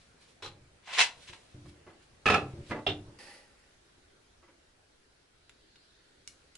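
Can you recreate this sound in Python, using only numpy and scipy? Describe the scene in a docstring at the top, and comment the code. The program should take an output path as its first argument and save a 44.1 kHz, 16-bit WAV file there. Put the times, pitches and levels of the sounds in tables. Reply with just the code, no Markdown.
"""A small workshop: clamps and pieces of wood are dropped on a workbench; each lands, chatters and shakes the bench.
Later two thin slips of wood are rubbed and clicked together close to the microphones, over the quiet room air.
Blows and strokes are random tiny contacts that ring a filter of resonances; the bench adds decaying low modes.
Shaped noise makes the air and the brush of fingers, a wavering sine a faint squeak, sparse echoes the room."""
import sys
import numpy as np
from scipy import signal
from scipy.io import wavfile
from scipy.ndimage import uniform_filter1d

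SR = 44100
rng = np.random.default_rng(int(sys.argv[2]) if len(sys.argv) > 2 else 0)


def store_pcm(level_fs):
    """Save levels as 16-bit WAV."""
    pcm = np.round(np.clip(level_fs, -1, 1) * 32767).astype(np.int16)
    wavfile.write(sys.argv[1], SR, np.atleast_2d(pcm).T)


def voltage_ratio(decibels):
    """Convert decibels (scalar or array-like) to amplitude ratios, 20 dB per decade."""
    exponent = np.asarray(decibels, float) / 20
    return 10 ** exponent


N = 289737
BENCH_STOP_S = 3.186  # the bench sound stops short and the air changes colour


def evened(x):
    """Scales to rms 1."""
    return x / np.sqrt(np.mean(x ** 2) + 1e-20)


def read(points, hz):
    """Reads a table on a log-frequency axis."""
    f, value = np.transpose(points)
    return np.interp(np.log(hz + 1), np.log(f + 1), value)


def add(mix, s, sound):
    """Mixes a sound in at time s."""
    part = mix[..., round(s * SR):][..., :sound.shape[-1]]
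    part += sound[..., :part.shape[-1]]


def response(rings, colour, broad_db):
    """Causal impulse response of resonances standing on a broad colour."""
    hz = abs(np.fft.fftfreq(8192, 1 / SR))
    power = voltage_ratio(2 * (read(colour, hz) + broad_db)) + 1e-9
    for f, width_hz, db in rings:
        power += voltage_ratio(2 * db) / (1 + (2 * (hz - f) / width_hz) ** 2) ** 2
    log_gain = np.log(power) / 2
    spectrum = np.exp(log_gain - 1j * signal.hilbert(log_gain).imag)  # minimum phase
    return np.fft.ifft(spectrum).real[:4096]


def contacts(count, per_s, spread_db):
    """Tiny contacts at random moments, of random sign; a few are large."""
    when, size, sign = rng.random((count, 3)).T
    return (when < per_s / SR) * voltage_ratio(-spread_db * np.log(size + .02)) * np.sign(sign - .5)


def panned(x, pan_db):
    """Two channels, the nearer one louder; close reflections reach them unlike, as a short treble scatter."""
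    t = np.arange(2500) / SR
    scatter = rng.standard_normal(len(t)) * voltage_ratio(-60 * t / .04)
    highpass = signal.butter(1, 3000, "high", fs=SR)
    scatter = signal.lfilter(*highpass, scatter / np.linalg.norm(scatter))
    side = voltage_ratio(0.24) * signal.fftconvolve(x, scatter)[:len(x)]
    return np.array([x + side, x - side]) * voltage_ratio(np.array([[pan_db], [-pan_db]]) / 2)


def drag(rows, ring, per_s, pan_db):
    """Grit slips under a stroke: dense contacts through the body; gives start and sound."""
    s, db = np.transpose(rows)
    t = np.arange(s[0], s[-1], 1 / SR)
    grit = signal.fftconvolve(contacts(len(t), per_s, spread_db=1.0), ring)[:len(t)]
    stroke = evened(grit) * voltage_ratio(np.interp(t, s, db)) * signal.windows.tukey(len(t), .02)
    return s[0], panned(stroke, pan_db)


def bench_ring(hardness_hz, free, rock_t60):
    """The bench top rocks for a moment after a push; a soft push reaches only the low modes."""
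    # bench modes: f/Hz (drawn within 1.5 %), level/dB, free t60/s
    modes = [(30, -27, .3), (50, -22.5, .2), (82.2, -11.5, 0.36), (101, -2.5, 0.2), (128, -4.5, 0.25),
             (161, -11.5, 0.29), (197, -16, 0.45), (260, -10.5, 0.095), (300, -4, 0.32), (348, -4.5, 0.38),
             (436, -10, .2), (580, -11, 0.28), (714, -20.5, .15)]
    t = np.arange(SR // 2) / SR
    ring = np.zeros(len(t))
    for hz, db, t60 in modes:
        share, turn = rng.random(2)
        decay = voltage_ratio(db - 60 * t / (t60 * free))
        tone = np.sin(2 * np.pi * hz * (.985 + .03 * turn) * t)
        ring += decay * tone * (0.6 + share) / (1 + (hz / hardness_hz) ** 2)
    ring *= 1 - np.exp(-t * hardness_hz)  # soft pushes build up slowly
    rocking = contacts(len(t), per_s=130, spread_db=1.5) * voltage_ratio(-60 * t / rock_t60)
    rocking[0] = 2.2  # the push itself
    ring = signal.fftconvolve(rocking, ring)[:len(t)]
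    return ring / abs(ring).max()


def blows(rows, body, broad_db, per_s, spread_db, touch, split_hz, rise_s, pan_db, thump_db, treble_life):
    """Each blow is a chatter of contacts that holds, dies and rings the object, and a thump in the bench."""
    out = np.zeros((2, N))
    ring = response(*body, broad_db)
    lowpass = signal.butter(2, split_hz, fs=SR)
    t = np.arange(SR // 3) / SR
    for s, level_db, hold_s, t60, treble_db in rows:
        fade_db = -60 * np.maximum(t - hold_s, 0) / t60
        shape = voltage_ratio(fade_db) * (1 - np.exp(-t / rise_s))
        chatter = contacts(len(t), per_s, spread_db) * shape
        chatter[0] = touch  # first touch
        # hard contacts are bright, soft ones dull; treble dies sooner
        dull = signal.lfilter(*lowpass, chatter)
        treble_gain = voltage_ratio(treble_db + fade_db * (1 / treble_life - 1))
        sound = signal.fftconvolve(dull + treble_gain * (chatter - dull), ring)
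        sound *= voltage_ratio(level_db) * np.linalg.norm(shape) / np.linalg.norm(sound)
        add(out, s, panned(sound, pan_db))
        thump = bench_ring(hardness_hz=400, free=0.74, rock_t60=t60 + 3 * hold_s)
        add(out, s, voltage_ratio(level_db + thump_db) * thump)
    return out


def patchy_noise():
    """Two-channel noise spectrum, alike in the bass and unlike in the treble, and slow random patches."""
    # left-right likeness of the noise: f/Hz, coherence (0 to 1)
    likeness = [(60, 0.98), (170, 0.94), (480, 0.15), (1360, 0.0027), (3860, 0.015), (10900, 0)]
    frames, hz = N // 256 + 5, np.fft.rfftfreq(1024, 1 / SR)
    a, b, c, d, patches = rng.standard_normal((frames, 513, 5)).T
    patches = uniform_filter1d(patches, size=8, axis=0)
    patches = evened(uniform_filter1d(patches, size=12, axis=1))
    same = np.clip(read(likeness, hz), -1, 1)[:, None]
    left = a + 1j * b
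    right = same * left + np.sqrt(1 - same ** 2) * (c + 1j * d)
    return hz, np.arange(frames) * 256 / SR, np.array([left, right]), patches


def noise_sound(spectrum):
    """Overlap-adds a noise spectrum into sound of rms 1."""
    return evened(signal.istft(spectrum, nperseg=1024, noverlap=768)[1][:, :N])


def air(hz, t, noise, patches):
    """Room air and microphone hiss: coloured, slightly patchy noise."""
    # air colour up to the bench stop: f/Hz, relative level/dB per Hz
    early_colour = [(12, -37), (20, -6), (93, -7.5), (158, -11.5), (506, -12), (1010, -18), (1280, -18),
                    (1500, -17), (3680, -23), (3990, -22.5), (4670, -24), (10300, -30), (11200, -37.5),
                    (14600, -64), (22000, -120)]
    # air colour after it: f/Hz, relative level/dB per Hz
    late_colour = [(12, -30), (20, 0), (42, -7), (171, -17.5), (206, -17.5), (398, -12.5), (533, -17),
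                   (772, -20.5), (1210, -22), (1500, -17.5), (1660, -19.5), (2750, -23.5), (4550, -25.5),
                   (5060, -26), (11200, -33), (14600, -69.5), (22000, -120)]
    # gain of the air: t/s, gain/dB
    gain_rows = [(0.0, -64), (0.899, -65.5), (1.3, -62.5), (2.2, -63.5), (2.42, -59), (3.3, -62.5),
                 (3.771, -62), (5.29, -65), (6.57, -62.5)]
    early_db, late_db = read(early_colour, hz)[:, None], read(late_colour, hz)[:, None]
    colour_db = np.where(t < BENCH_STOP_S, early_db, late_db)
    hiss = noise_sound(noise * voltage_ratio(colour_db + 1.6 * patches))
    return hiss * voltage_ratio(np.interp(np.arange(N) / SR, *np.transpose(gain_rows)))


def brush(hz, t, noise, patches):
    """Fingers brush the slips: a faint swelling band of hiss."""
    # hiss band: centre f/Hz, width/Hz (Gaussian sigma), overall rms/dB
    hiss_band = (4200, 650, -84.5)
    # course of the brushing: t/s, relative level/dB
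    swell_rows = [(4.4, -20), (5.2, -10), (5.8, 5), (6.15, -4.5), (6.6, -4)]
    f, width_hz, db = hiss_band
    swell = voltage_ratio(np.interp(t, *np.transpose(swell_rows)) + 2 * patches)
    band = np.exp(-.5 * ((hz - f) / width_hz) ** 2)[:, None]
    return voltage_ratio(db) * noise_sound(noise * band * swell)


def room(x):
    """Sparse echoes of random sign, other ones for each channel, each band dying at its own speed."""
    # reverberation: f/Hz, t60/s
    decay = [(100, 0.52), (400, 0.53), (1500, 0.25), (5000, .25), (11000, 0.27)]
    taps = np.zeros((2, SR))
    at = np.arange(130, SR - 20, 20) + rng.integers(0, 20, (2, (SR - 131) // 20))
    np.put_along_axis(taps, at, rng.choice([-1., 1.], at.shape), 1)
    mid = taps[0]
    side = taps[1] - np.convolve(taps[1], np.hanning(61) / 30, "same")  # bass is the same on both sides
    hz, t, z = signal.stft([mid + .8 * side, mid - 0.33 * side], SR, nperseg=256)
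    tail = signal.istft(z * voltage_ratio(-60 * t / read(decay, hz)[:, None]), SR, nperseg=256)[1]
    return signal.fftconvolve(x.mean(0)[None], tail / np.linalg.norm(tail[0]), axes=1)[:, :N]


def squeak():
    """A thin, faint, slightly unsteady sine tone; gives start and sound."""
    # squeak: start/s, end/s, f/Hz, peak/dB
    tone_row = (5.86, 6.05, 3700, -75)
    start, end, hz, db = tone_row
    t = np.arange(start, end, 1 / SR)
    waver = 1 + 0.0051 * evened(uniform_filter1d(rng.standard_normal(len(t)), size=600))
    tone = np.sin(2 * np.pi * np.cumsum(hz * waver) / SR)
    return start, voltage_ratio(db) * tone * signal.windows.tukey(len(t), .4)


def scuffs():
    """Things dragged over the bench top: strokes of grit that swell and fade by 20 dB."""
    # strokes: start/s, loudest/s, end/s, level/dB
    strokes = [(0.0, -0, 0.22, -68), (0.174, 0.22, 0.34, -64.5), (0.25, 0.292, 0.39, -65),
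               (1.047, 1.24, 1.61, -59.5), (1.596, 1.698, 1.71, -62), (1.968, 2.033, 2.06, -68),
               (2.604, 2.701, 2.75, -57), (4.03, 4.1, 4.19, -75.5)]
    # grit colour: f/Hz, level/dB per Hz
    colour = [(290, -24), (500, -2.5), (1020, -9), (1910, -4), (2290, -0.5), (4170, -1.5), (7290, -9.5),
              (8630, -9), (11200, -14), (14600, -51.5), (22000, -120)]
    out, grit = np.zeros((2, N)), response([], colour, broad_db=4.5)
    for start, top, end, db in strokes:
        stroke = [(start, db - 20), (top, db), (end, db - 20)]
        add(out, *drag(stroke, grit, per_s=3000, pan_db=-1.5))
    return out


def bumps():
    """Soft bumps that reach only the bench and leave it rocking."""
    # bumps: t/s, peak/dB, hardness/Hz, rocking t60/s, share of the free ring time left by the hand on it
    rows = [(0.465, -50.5, 40.3, 0.98, .4), (0.521, -52, 450, 0.92, 0.69), (1.296, -49, 400, 0.18, 0.45),
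            (1.544, -42.5, 190, .3, 0.45), (1.616, -47.5, 120, .2, .6), (1.651, -44.5, 140, .25, 0.45),
            (1.689, -46.5, 120, .35, 0.5), (2.429, -33, 300, 0.25, 0.55), (2.536, -36, 400, 0.78, 0.32),
            (2.884, -30.5, 250, 0.45, 0.78), (2.997, -43.5, 455, 0.48, 0.38),
            (3.082, -40.5, 450, 0.55, 0.32)]
    out = np.zeros((2, N))
    for s, peak_db, hardness_hz, rock_t60, free in rows:
        add(out, s, voltage_ratio(peak_db) * bench_ring(hardness_hz, free, rock_t60))
    return out


def rub():
    """Wood slides on wood: dense contacts ring the slips; gives start and sound."""
    # stroke: t/s, level/dB
    stroke = [(3.186, -39), (3.192, -53.5), (3.35, -56.5), (3.466, -69.5), (3.75, -77)]
    # rings: f/Hz, width/Hz, level/dB; colour: f/Hz, level/dB per Hz
    body = ([(564, 65, 4), (832, 150, 3.5), (1910, 240, 4.5), (2700, 290, -1), (4810, 1100, -3.5),
            (8500, 800, -9.5), (10440, 700, -10)], [(88, -49), (150, -1), (550, -1), (761, -6), (833, -6),
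            (1380, -7), (1950, -2.5), (11200, -20), (14600, -64.5), (22000, -120)])
    return drag(stroke, response(*body, broad_db=1.0), per_s=4900, pan_db=-2.5)


def slips():
    """Thin slips click together: very short chatters, broad rings, hardly any bench."""
    # blows: t/s, level/dB, chatter hold/s, chatter t60/s, treble/dB
    rows = [(5.4945, -48.5, 0.0011, 0.014, -12.5), (5.7577, -53.5, .001, .018, -16),
            (6.2759, -35, 0.00069, 0.01, 4), (6.553, -49, 0.0018, 0.016, 0)]
    # rings: f/Hz, width/Hz, level/dB; colour: f/Hz, level/dB per Hz
    body = ([(1500, 210, 0), (2280, 320, 1.5), (2840, 390, 5), (3670, 370, 3), (4750, 500, -11),
            (7250, 1200, 1), (10680, 900, 2)], [(290, -64.5), (500, -17), (1430, -12), (2410, -11.5),
            (2780, -7), (7390, -1.5), (11200, -21), (14600, -43), (22000, -120)])
    return blows(rows, body, broad_db=3.5, per_s=3900, spread_db=4.0, touch=2.8, split_hz=3400,
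                 rise_s=0.00051, pan_db=-1.5, thump_db=-60, treble_life=0.69)


def board():
    """A board lands: chatter with a slow rise, low rings and a strong bench thump; the last two rows are later
    light thuds by hand through the same rings."""
    # blows: t/s, level/dB, chatter hold/s, chatter t60/s, treble/dB
    rows = [(1.653, -58, 0.0069, .1, 1), (1.864, -53.5, 0.026, 0.32, -0.5),
            (2.696, -41.5, 0.0052, 0.029, -2), (2.707, -31.5, 0.011, 0.16, 1.5),
            (2.735, -39.5, .035, .08, -4.5), (2.775, -42, 0.021, 0.19, -5.5), (4.425, -62.5, .02, .06, 14),
            (4.478, -63, 0.02, .1, 10.5)]
    # rings: f/Hz, width/Hz, level/dB; colour: f/Hz, level/dB per Hz
    body = ([(330, 96, 0.5), (860, 41, -5.5), (1120, 49, -8), (1241, 67, -11), (1400, 43, -12.5),
             (1680, 33, -11), (2020, 56, -7), (2335, 63, -22), (2690, 35, -16), (3710, 48, -26.5)],
             [(88, -40.5), (150, -11), (211, -2), (303, -9), (521, -3.5), (721, -6.5), (1540, -10.5),
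             (2170, -14.5), (11200, -53), (14600, -84.5), (22000, -120)])
    return blows(rows, body, broad_db=-3.0, per_s=3900, spread_db=1.5, touch=0.67, split_hz=1200,
                 rise_s=0.0033, pan_db=-1.7, thump_db=-3.5, treble_life=.7)


def jaw():
    """A jaw lands: very dense contacts through its rings, with a bench thump."""
    # blows: t/s, level/dB, chatter hold/s, chatter t60/s, treble/dB
    rows = [(2.865, -26, 0.011, 0.061, 0), (2.884, -33.5, 0.013, .2, 0)]
    # rings: f/Hz, width/Hz, level/dB; colour: f/Hz, level/dB per Hz
    body = ([(405, 57, -5.5), (705, 160, -8), (860, 29, -25), (1326, 220, -20.5), (2190, 42, -20),
             (2425, 33, -15.5), (3000, 35, -24.5), (3020, 28, -31), (2790, 150, -11), (3663, 300, -12),
             (5310, 280, -26.5), (6784, 160, -39)], [(120, -24.5), (200, -6), (379, -9), (480, -5.5),
             (639, -1), (1040, -13), (2190, -11.5), (3390, -2.5), (4820, -22.5), (11200, -47), (14600, -67),
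             (22000, -120)])
    return blows(rows, body, broad_db=-9.5, per_s=11000, spread_db=4.0, touch=3.2, split_hz=2100,
                 rise_s=0.00079, pan_db=-1.2, thump_db=-11.5, treble_life=0.79)


def wedge():
    """A wedge lands once: a chatter through its rings, with a bench thump."""
    # blows: t/s, level/dB, chatter hold/s, chatter t60/s, treble/dB
    rows = [(0.423, -43.5, 0.038, 0.23, 2)]
    # rings: f/Hz, width/Hz, level/dB; colour: f/Hz, level/dB per Hz
    body = ([(525, 15, 5), (826, 51, 4.5), (1240, 31, 0), (2236, 31, -5), (3310, 37, -10), (4047, 110, 2),
             (4430, 27, -16), (5570, 82, -5.5)], [(120, -42), (200, -14.5), (505, -2), (707, -12.5),
             (880, -4.5), (2080, -12.5), (3940, -8), (4820, -17), (11200, -31.5), (14600, -61.5),
             (22000, -120)])
    return blows(rows, body, broad_db=1.0, per_s=7900, spread_db=3.5, touch=2.0, split_hz=2000,
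                 rise_s=0.00042, pan_db=-0.5, thump_db=-5.5, treble_life=.8)


def block():
    """A block chatters: loud, quick blows of nearly even contacts, with a bench thump."""
    # blows: t/s, level/dB, chatter hold/s, chatter t60/s, treble/dB
    rows = [(2.257, -20, 0.0099, 0.036, 4), (2.273, -21.5, 0.017, 0.028, 1.5),
            (2.297, -19, 0.0073, 0.06, -3), (2.308, -25, 0.028, 0.054, -5.5), (2.34, -19, 0.0069, 0.038, 0),
            (2.352, -26, 0.0088, .2, -7)]
    # rings: f/Hz, width/Hz, level/dB; colour: f/Hz, level/dB per Hz
    body = ([(420, 48, -1), (792.6, 44, 1), (1198, 40, -2.5), (1314, 120, 1.5), (1720, 87, -5),
            (1906, 19, -8), (2548, 180, -1.5), (2570, 110, -5), (2754, 73, -5.5), (3400, 70, -19),
            (3740, 120, -13.5), (5160, 34, -22.5), (6900, 31, -29)], [(120, -38.5), (200, -4), (434, -2),
            (719, -1.5), (783, -4.5), (2150, -6), (2460, -4.5), (11200, -37.5), (14600, -77),
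            (22000, -120)])
    return blows(rows, body, broad_db=-6.5, per_s=6000, spread_db=0.5, touch=1.0, split_hz=1100,
                 rise_s=.0015, pan_db=-2.0, thump_db=-10.5, treble_life=0.97)


def clamp():
    """The clamp jaw slides off before it snaps: a stroke and blows through the same rings."""
    # blows: t/s, level/dB, chatter hold/s, chatter t60/s, treble/dB
    rows = [(0.873, -47, 0.067, 0.11, -9.5), (0.93, -39, 0.059, .1, 1), (0.973, -32.5, 0.012, 0.061, -3.5),
            (0.984, -20, 0.0066, 0.062, -1), (0.991, -21, 0.015, 0.034, -0.5),
            (1.008, -21, 0.013, .17, 3.5), (1.274, -50.5, 0.025, 0.12, 5), (1.329, -48.5, 0.0064, 0.16, -3)]
    # rings: f/Hz, width/Hz, level/dB; colour: f/Hz, level/dB per Hz
    body = ([(1010, 140, -7.5), (1994, 150, -6.5), (2130, 130, -5.5), (2624, 73, -2.5), (2917, 90, -2),
             (3530, 59, -2), (3300, 130, -7), (4060, 190, -3.5), (5980, 71, -10.5), (5830, 67, -16),
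             (7450, 69, -12.5), (8540, 33, -15)], [(120, -60), (200, -27), (271, -30), (629, -12.5),
             (991, -5.5), (1280, -13), (1360, -9), (2810, -3.5), (7350, -18.5), (11200, -31),
             (14600, -59.5), (22000, -120)])
    # slide: t/s, level/dB
    slide = [(0.82, -76), (0.872, -53.5), (0.98, -40), (0.99, -39.5)]
    out = blows(rows, body, broad_db=1.0, per_s=6800, spread_db=5.5, touch=3.0, split_hz=2300,
                rise_s=0.0014, pan_db=0.1, thump_db=-42, treble_life=.8)
    add(out, *drag(slide, response(*body, broad_db=1.5), per_s=3200, pan_db=3.0))
    return out


def scene():
    """Bench work that stops short with its echoes; scuffs, slips and later hand thuds are not cut."""
    t = np.arange(N) / SR
    later = t > BENCH_STOP_S
    boards = board()
    bench = wedge() + clamp() + block() + jaw() + bumps() + boards * ~later
    bench += voltage_ratio(-9.5) * room(bench)
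    bench *= np.clip((BENCH_STOP_S - t) / 0.0039, 0, 1)
    uncut = slips() + scuffs() + boards * later
    add(uncut, *squeak())
    add(uncut, *rub())
    noise = patchy_noise()
    return bench + uncut + voltage_ratio(-3.0) * room(uncut) + air(*noise) + brush(*noise)


def low_pass(x):
    """Removes everything above the highest recorded frequency."""
    return signal.sosfilt(signal.butter(12, 11520, fs=SR, output="sos"), x)


def record(dry):
    """Limits the band to 11.2 kHz with a steep linear-phase low-pass."""
    edge = signal.firwin(511, 11200, window=("kaiser", 9), fs=SR)
    mix = signal.oaconvolve(dry, edge[None], "same")
    return low_pass(mix)


dry = scene()
out = record(dry)
store_pcm(out)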